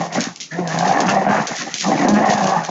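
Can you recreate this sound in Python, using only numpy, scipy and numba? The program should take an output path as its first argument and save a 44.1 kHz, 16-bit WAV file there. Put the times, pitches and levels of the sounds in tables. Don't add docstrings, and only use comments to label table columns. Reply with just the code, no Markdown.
import sys
import numpy as np
from scipy import signal
from scipy.fft import rfft, irfft
from scipy.io import wavfile
from scipy.ndimage import uniform_filter1d
from numba import njit

SR = 44100
rng = np.random.default_rng(int(sys.argv[2]) if len(sys.argv) > 2 else 0)


def store_pcm(level_fs):
    pcm = np.round(np.clip(level_fs, -1, 1) * 32767).astype(np.int16)
    wavfile.write(sys.argv[1], SR, np.atleast_2d(pcm).T)


N = 119070
T = np.arange(N) / SR

# frequency in Hz, strength in dB per Hz (relative).
AIR_COLOUR = [(25, -13.5), (70, -16.5), (150, 0), (300, 1.5), (700, -14.5), (1200, -6), (2200, -10),
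              (3500, -10), (6500, -5), (9000, -31)]
# time in seconds, chest tone in dB, throat in dB, mouth in dB.
GROWL_LEVELS = [
    [(0.0, -20.5, -18.5, -28), (0.046, -34.5, -26, -39.5), (0.078, -35.5, -29.5, -39),
     (0.086, -32.5, -36, -49), (0.108, -41, -34, -38), (0.182, -22.5, -18.5, -22), (0.2, -25, -32, -31),
     (0.242, -43, -33.5, -31.5), (0.278, -34, -36, -33.5), (0.32, -40, -45.5, -45), (0.34, -61.5, -51, -91)],
    [(0.5, -63, -73, -58), (0.522, -28.5, -40, -31), (0.582, -29.5, -28, -41), (0.592, -21.5, -26, -29.5),
     (0.616, -24, -26.5, -44), (0.722, -30, -28, -25), (0.744, -22, -23.5, -29),
     (0.868, -24.5, -16.5, -25.5), (0.89, -20.5, -17, -27.5), (0.982, -37, -17.5, -23.5),
     (1.0, -38, -13, -31)],
    [(1.0, -41, -16.5, -27), (1.072, -16, -22, -27.5), (1.084, -21.5, -21, -23.5), (1.178, -21, -12.5, -28),
     (1.202, -20.5, -28.5, -29.5), (1.22, -28.5, -15.5, -29.5), (1.258, -24, -23, -30),
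     (1.302, -13.5, -15, -19.5), (1.342, -27, -16, -22.5), (1.39, -18.5, -19, -20.5),
     (1.46, -36.5, -30, -39)],
    [(1.46, -45, -53, -25), (1.478, -81, -35, -32), (1.51, -18.5, -25.5, -30), (1.558, -77, -33, -32),
     (1.59, -30.5, -48, -31), (1.618, -53, -36, -26), (1.66, -53, -49, -39.5), (1.676, -46, -32, -34),
     (1.71, -39, -45, -35.5), (1.76, -71, -42, -36), (1.8, -68, -60, -57)],
    [(1.81, -50, -58, -34), (1.842, -29, -24.5, -27.5), (1.88, -14, -18.5, -40), (1.922, -24.5, -14, -25.5),
     (1.95, -22, -24.5, -29.5), (1.988, -31, -22.5, -24), (2.06, -25, -15.5, -25), (2.134, -9, -22, -31),
     (2.168, -13.5, -19, -19.5), (2.218, -21.5, -16.5, -28.5), (2.25, -22, -11.5, -20)],
    [(2.25, -40, -15.5, -30), (2.29, -14.5, -18, -20), (2.314, -24.5, -10.5, -26), (2.348, -20.5, -22, -29),
     (2.388, -24.5, -20, -26), (2.442, -17, -18.5, -29), (2.548, -33, -15, -28),
     (2.574, -21.5, -18.5, -27.5), (2.672, -46.5, -34.5, -35), (2.692, -26, -19.5, -38),
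     (2.7, -40, -30, -45)],
]
# time in seconds, level in dB.
POP_TIMES = [(0.15, -12), (0.826, -5), (0.854, -2.5), (0.892, 0), (0.911, -0.5), (1.163, 1), (1.265, -1.5),
             (1.32, -9), (1.885, -13.5), (1.919, -8.5), (2.243, -8), (2.261, -4), (2.308, -7), (2.325, -2),
             (2.353, -14), (2.375, -5.5), (2.408, -4), (2.562, -4.5)]


def from_db(db):
    return 10 ** (np.asarray(db) / 20)


def rms_one(x):
    return x / np.sqrt(np.mean(x ** 2) + 1e-20)


def in_time(rows):
    seconds, *columns = np.transpose(rows)
    return [np.interp(T, seconds, column) for column in columns]


def butter(x, hz, kind, order=2):
    return signal.sosfilt(signal.butter(order, hz, kind, fs=SR, output="sos"), x)


def drift(rate_hz):
    noise = rng.standard_normal(2 * N)
    return rms_one(butter(noise, rate_hz, "low")[N:])


def coloured(x, spectrum):
    hz, db = np.transpose(spectrum)
    f = np.linspace(0, SR / 2, 513)
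    gain = from_db(np.interp(np.log(f + 1), np.log(hz), db))
    cepstrum = irfft(np.log(gain))
    cepstrum[1:len(f) - 1] *= 2
    cepstrum[len(f):] = 0
    response = irfft(np.exp(rfft(cepstrum)))
    return signal.fftconvolve(x, response / np.linalg.norm(response))[:N]


def evened(x, window_s=0.026):
    size = int(window_s * SR) + 1
    power = uniform_filter1d(uniform_filter1d(x * x, size), size)
    return x / np.sqrt(np.abs(power) + 1e-12)


def swell(start, length, attack, release):
    rise = np.clip((T - start) / attack, 0, 1)
    fall = np.clip((start + length - T) / release + .5, 0, 1)
    return rise * fall


@njit
def resonate(x, w, r):
    y = np.zeros(len(x))
    for i in range(2, len(x)):
        push = (1 - r * r) / 2 * (x[i] - x[i - 2])
        y[i] = push + 2 * r * np.cos(w[i]) * y[i - 1] - r * r * y[i - 2]
    return y


def tract(x, resonances, shift):
    out = np.zeros(N)
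    for k, (hz, width, db) in enumerate(resonances):
        angle = 2 * np.pi * hz * shift * np.ones(N) / SR
        ringing = resonate(x, angle, np.exp(-np.pi * width / SR))
        out += (-1) ** k * from_db(db) * ringing
    return out


def ticks(cycles):
    return np.diff(np.floor(cycles), prepend=0)


def outdoor_air():
    return from_db(-46.5) * coloured(rng.standard_normal(N), AIR_COLOUR)


def rumble():
    chest_db = in_time(np.vstack(GROWL_LEVELS))[0]
    return from_db(chest_db - 35.5) * rms_one(butter(rng.standard_normal(N), 55, "low"))


def scuffs(patchy_db=3.5):
    # start in seconds, length in seconds, level in dB.
    slides = [(0, 0.063, -32.5), (0.121, 0.069, -30), (0.196, 0.12, -36.5), (0.4, 0.058, -32.5),
              (0.511, 0.11, -42), (0.685, 0.23, -32), (0.871, 0.077, -36), (0.93, 0.33, -41),
              (1.056, 0.078, -33.5), (1.286, .16, -35), (1.469, 0.087, -31), (1.551, 0.094, -29),
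              (1.661, 0.085, -36), (1.755, .04, -28), (1.792, 0.071, -25), (1.867, .19, -32.5),
              (2.096, 0.14, -36.5), (2.25, 0.086, -33), (2.295, 0.066, -28.5), (2.371, 0.13, -31),
              (2.474, 0.16, -38), (2.632, .07, -36.5)]
    # frequency in Hz, strength in dB per Hz (relative).
    stone_colour = [(300, -5.5), (1200, -30.5), (2100, -1.5), (3000, 0), (4000, 0.5), (5200, 2), (6600, 5),
                    (7400, -8), (9000, -21)]
    attack_s, release_s = 0.0065, 0.066
    grit_per_s, grit_db = 900, -4
    level = sum(from_db(db) * swell(s, length, attack_s, release_s) for s, length, db in slides)
    hits = (rng.random(N) < grit_per_s / SR) * rng.choice([-1, 1], N)
    grit = hits * from_db(2.6 * np.minimum(rng.exponential(1, N), 3))
    rub = rng.standard_normal(N) * from_db(patchy_db * drift(47))
    return level * rms_one(coloured(rub + from_db(grit_db) * rms_one(grit), stone_colour))


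def claws():
    # time in seconds, strength in dB before the noise or crack level is added.
    strikes = [(.206, -8), (.2138, -11), (.2395, -12.5), (.36, -19.5), (.368, -42), (.402, -18),
               (.407, -19), (.43, -21.5), (.675, -14), (.788, -7), (1.004, -7), (1.009, -16),
               (1.092, -10.5), (1.4702, -8.5), (1.475, -21), (1.56, -27), (1.621, -14.5), (1.741, -5.5),
               (1.749, -24), (1.783, -10), (1.809, -7), (2.085, -10), (2.09, -15.5), (2.141, -14),
               (2.473, -13), (2.649, -14.5)]
    # frequency in Hz, strength in dB per Hz (relative).
    stone_colour = [(300, -5.5), (1200, -30.5), (2100, -1.5), (3000, 0), (4000, 0.5), (5200, 2), (6600, 5),
                    (7400, -8), (9000, -21)]
    decay_s, skid_s = 0.0011, 0.017
    noise_db, skid_db, crack_db = -6, -12.5, 3.5
    level, cracks = np.zeros(N), np.zeros(N)
    for s, db in strikes:
        age = abs(T - s)
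        fading = np.exp(-age / decay_s) + from_db(skid_db) * np.exp(-age / skid_s)
        level += from_db(db + noise_db) * (T >= s) * fading
        cracks += from_db(db + crack_db) * ticks(1.0 * (T >= s + decay_s))
    return coloured(level * rng.choice([-1, 1], N) + cracks, stone_colour)


def thumps(rise_s=0.00057):
    # time in seconds, level in dB, lowest pitch in Hz.
    landings = [(0.18, -12.5, 243), (.269, -17, 254), (0.588, -13, 355), (1.943, -12.5, 290),
                (2.048, -9.5, 266), (2.087, -9, 250.7)]
    # ratio to the lowest pitch, width in Hz (wider dies faster), level in dB.
    body = [(1, 59.5, 6.5), (1.5, 100, -6.5), (2.8, 301, -9.5)]
    out = np.zeros(N)
    for s, db, hz in landings:
        age = np.maximum(T - s, 0)
        for ratio, width, mode_db in body:
            fade = np.exp(-np.pi * width * age) * (1 - np.exp(-age / rise_s))
            out += from_db(db + mode_db) * np.sin(2 * np.pi * hz * ratio * age) * fade
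    return butter(out, 130, "high")


def squeals(waver=0.032):
    # start in seconds, length in seconds, level in dB, middle pitch in Hz.
    whistles = [(0.508, 0.045, -31, 1743), (0.97, 0.037, -23.5, 1733), (1.606, 0.016, -30.5, 1074),
                (1.662, 0.025, -30, 807)]
    wander = np.exp(waver * drift(120))
    out = np.zeros(N)
    for s, length, db, hz in whistles:
        tone = rms_one(np.sin(2 * np.pi * np.cumsum(hz * wander) / SR))
        out += from_db(db) * swell(s, length, 0.0056, 0.0073) * tone
    return out


def folds(pitch, rough, breath):
    jitter, shimmer_db = .06, 4
    slip_cycles = .17
    flutter_hz, flutter_db, slap_db = 52, 0.5, -5
    cycles = np.cumsum(pitch * np.exp(jitter * rough * drift(70))) / SR
    flaps = np.cumsum(flutter_hz * np.exp(.3 * drift(29.8))) / SR
    beating = from_db(rough * flutter_db * np.cos(2 * np.pi * flaps))
    closing = cycles + slip_cycles * drift(130)
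    puffs = rms_one(rng.standard_normal(N) * np.exp(-3 * (closing % 1)))
    ragged = rms_one(ticks(closing) * from_db(shimmer_db * drift(170))) + breath * puffs
    slaps = from_db(slap_db) * rms_one(ticks(flaps) * from_db(1.4 * drift(89)))
    clear = rms_one(ticks(cycles))
    voice = np.clip(1 - rough, 0, 1) * clear + rough * ragged
    return cycles, beating * voice + rough * slaps


def grunts(rough=.85, breath=0.16, attack_s=0.0099, release_s=0.015):
    # start in seconds, length in seconds, level in dB, pitch in Hz at the middle.
    calls = [(0.14, 0.094, -29.5, 132.7), (0.936, 0.13, -22, 126.8), (1.053, 0.049, -27.5, 138.8),
             (1.31, 0.11, -58, 134.6), (1.598, 0.096, -32, 139.3), (1.884, .1, -20, 142.5),
             (1.986, .09, -17.5, 148), (2.086, 0.14, -17.5, 147.6)]
    # centre in Hz, width in Hz, level in dB.
    second_throat = [(275, 68, 3.5), (374.73, 190, -7.5), (573, 60, -5.5)]
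    pitch, = in_time([(s + length / 2, hz) for s, length, db, hz in calls])
    pulses = folds(pitch, rough, breath)[1]
    voice = evened(butter(tract(pulses, second_throat, 0.93), [125, 800], "band", order=3))
    return voice * sum(from_db(db) * swell(s, length, attack_s, release_s) for s, length, db, hz in calls)


def catches():
    catch_s, catch_db = 0.0056, -4.5
    dips = sum(np.exp(-((T - s + catch_s) / catch_s) ** 2) for s, db in POP_TIMES)
    return from_db(catch_db * dips)


def pops(jaw_hz, rise_s=.0012, ring_s=0.0056):
    out = np.zeros(N)
    for s, db in POP_TIMES:
        age = np.maximum(T - s, 0)
        hz = np.interp(s, T, jaw_hz) * rng.uniform(0.925, 1.1)
        fade = (1 - np.exp(-age / rise_s)) * np.exp(-age / ring_s)
        out += from_db(db) * np.sin(2 * np.pi * hz * age) * fade
    return out


def snaps(pulses):
    # start in seconds, length in seconds, level in dB.
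    snarls = [(1.078, 0.035, -20.5), (1.503, .025, -45), (2.182, 0.016, -50)]
    # centre in Hz, width in Hz, level in dB.
    open_mouth = [(1350, 180, 6.5), (2000, 120, 0), (2700, 400, -2)]
    voice = evened(butter(tract(pulses, open_mouth, 1), [1000, 3500], "band"))
    return voice * sum(from_db(db) * swell(s, length, 0.0068, .015) for s, length, db in snarls)


def growl():
    # time in seconds, pitch in Hz before jitter.
    pitch_rows = [(0, 175.7), (.12, 164.6), (.18, 189.4), (.5, 152.3), (.59, 181.4), (.69, 158.6),
                  (.76, 166.2), (.85, 180.2), (.98, 203.4), (1.04, 176), (1.11, 198.7), (1.22, 186.7),
                  (1.3, 202), (1.4, 205.6), (1.52, 176), (1.84, 178), (1.91, 212.4), (1.98, 192.8),
                  (2.1, 206.5), (2.16, 205), (2.22, 218), (2.29, 202.4), (2.36, 207.2), (2.43, 196.7),
                  (2.51, 190.9), (2.6, 166.6), (2.66, 156.9), (2.7, 190.6)]
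    # time in seconds, roughness from 0 to 1.
    rough_rows = [(0, 0.7), (.2, .9), (.52, 0.34), (.66, 0.4), (.8, 0.64), (.95, .9), (1.15, 0.48),
                  (1.38, 0.7), (1.55, .9), (1.86, .45), (2.0, .9), (2.12, 0.21), (2.3, .55), (2.55, 0.49),
                  (2.7, 0.7)]
    # time in seconds, main resonance in Hz.
    jaw_rows = [
        [(0.0, 756), (0.096, 760), (0.216, 677), (0.266, 810), (0.34, 793)],
        [(0.5, 640), (0.842, 784), (0.89, 717.8), (1.09, 813.5), (1.116, 757), (1.296, 722), (1.31, 784),
         (1.46, 818.8)],
        [(1.48, 642), (1.552, 779), (1.622, 704.1), (1.656, 793), (1.712, 856), (1.75, 734)],
        [(1.81, 800), (1.852, 800), (1.958, 707), (1.986, 753.1), (2.382, 758.2), (2.394, 734), (2.642, 852),
         (2.7, 708.3)],
    ]
    # time in seconds, mouth resonance in Hz.
    lip_rows = [
        [(0.0, 1880), (0.068, 1750), (0.1, 1950), (0.34, 1570)],
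        [(0.5, 1860), (0.628, 1940), (0.688, 1654), (0.78, 1739), (0.828, 1630), (1.178, 1875), (1.352, 1532),
         (1.46, 1800)],
        [(1.81, 1870), (1.874, 1649), (2.002, 2055), (2.05, 1850), (2.132, 1580), (2.252, 1916), (2.374, 1645),
         (2.7, 1670)],
    ]
    # centre in Hz, width in Hz, level in dB.
    throat_shape = [(376, 110, -11), (567, 55, -3), (749, 83, 1.5), (1110, 112, -7.5)]
    # centre in Hz, width in Hz, level in dB.
    mouth_shape = [(1310, 120, 8.5), (1852, 98, 15.5), (2260, 220, -26), (2600, 220, -14.5)]
    # frequency in Hz, strength in dB per Hz (relative).
    rasp_colour = [(1000, -33.5), (2000, 2), (2800, 0), (3600, -14.5), (5000, -22), (8000, -34.5)]
    jaw_rest_hz, lips_rest_hz, tongue_wander = 763.6, 1850, 0.11
    chest_trim_db, mouth_trim_db = 0.5, -2
    rattle_db, rasp_db = -2.5, -10.5

    (pitch,), (rough,) = in_time(pitch_rows), in_time(rough_rows)
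    (jaw_hz,), (lips_hz,) = in_time(np.vstack(jaw_rows)), in_time(np.vstack(lip_rows))
    chest_db, throat_db, mouth_db = in_time(np.vstack(GROWL_LEVELS))
    cycles, pulses = folds(pitch, rough, breath=0.73)

    shaking = tract(pulses * rng.choice([-1, 1], N), [(208, 110, 0)], 1)
    rattle = evened(butter(shaking, 330, "low", order=4))
    tone = np.cos(2 * np.pi * cycles) * from_db(5.3 * rough * drift(70))
    chest = evened(tone + from_db(rattle_db) * rough * rattle)

    tongue = np.exp(tongue_wander * rough * drift(45))
    throat = tract(pulses, throat_shape, tongue * jaw_hz / jaw_rest_hz)
    throat = butter(throat, 1400, "low", order=3)
    throat = evened(butter(throat, 260, "high", order=3))
    mouth = tract(pulses, mouth_shape, tongue * lips_hz / lips_rest_hz)
    mouth = evened(butter(mouth, [1100, 3200], "band"))
    rasp = from_db(rasp_db) * evened(coloured(pulses, rasp_colour))

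    voice = from_db(chest_db + chest_trim_db) * chest
    voice += from_db(throat_db) * throat * catches()
    voice += from_db(mouth_db + mouth_trim_db) * (mouth + rasp)
    return voice + pops(jaw_hz) + snaps(pulses)


def terrace(x):
    # delay in seconds, level in dB.
    reflections = [(.0027, -22.5), (0.0141, -10)]
    t60_s, tail_db = .22, -14
    tail = rng.standard_normal(N) * from_db(-60 * T / t60_s) * (T > .01)
    diffuse = signal.fftconvolve(x, tail / np.linalg.norm(tail))[:N]
    echoes = sum(from_db(db) * np.interp(T - s, T, x, left=0) for s, db in reflections)
    return x + butter(echoes + from_db(tail_db) * diffuse, 280, "high")


def scene():
    background = outdoor_air() + rumble()
    dogs = scuffs() + claws() + thumps() + squeals() + grunts() + growl()
    mono = butter(terrace(dogs), 120.5, "high", order=8) + background
    return np.array([mono, mono])


def record(dry, top=0.68):
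    cutoff_hz, hiss_db = 7450, -66
    hiss = from_db(hiss_db) * np.array([coloured(rng.standard_normal(N), AIR_COLOUR) for channel in dry])
    rounded = top * np.tanh((dry + hiss) / top)
    return signal.sosfilt(signal.ellip(8, .3, 65, cutoff_hz, fs=SR, output="sos"), rounded)


dry = scene()
out = record(dry)
store_pcm(out)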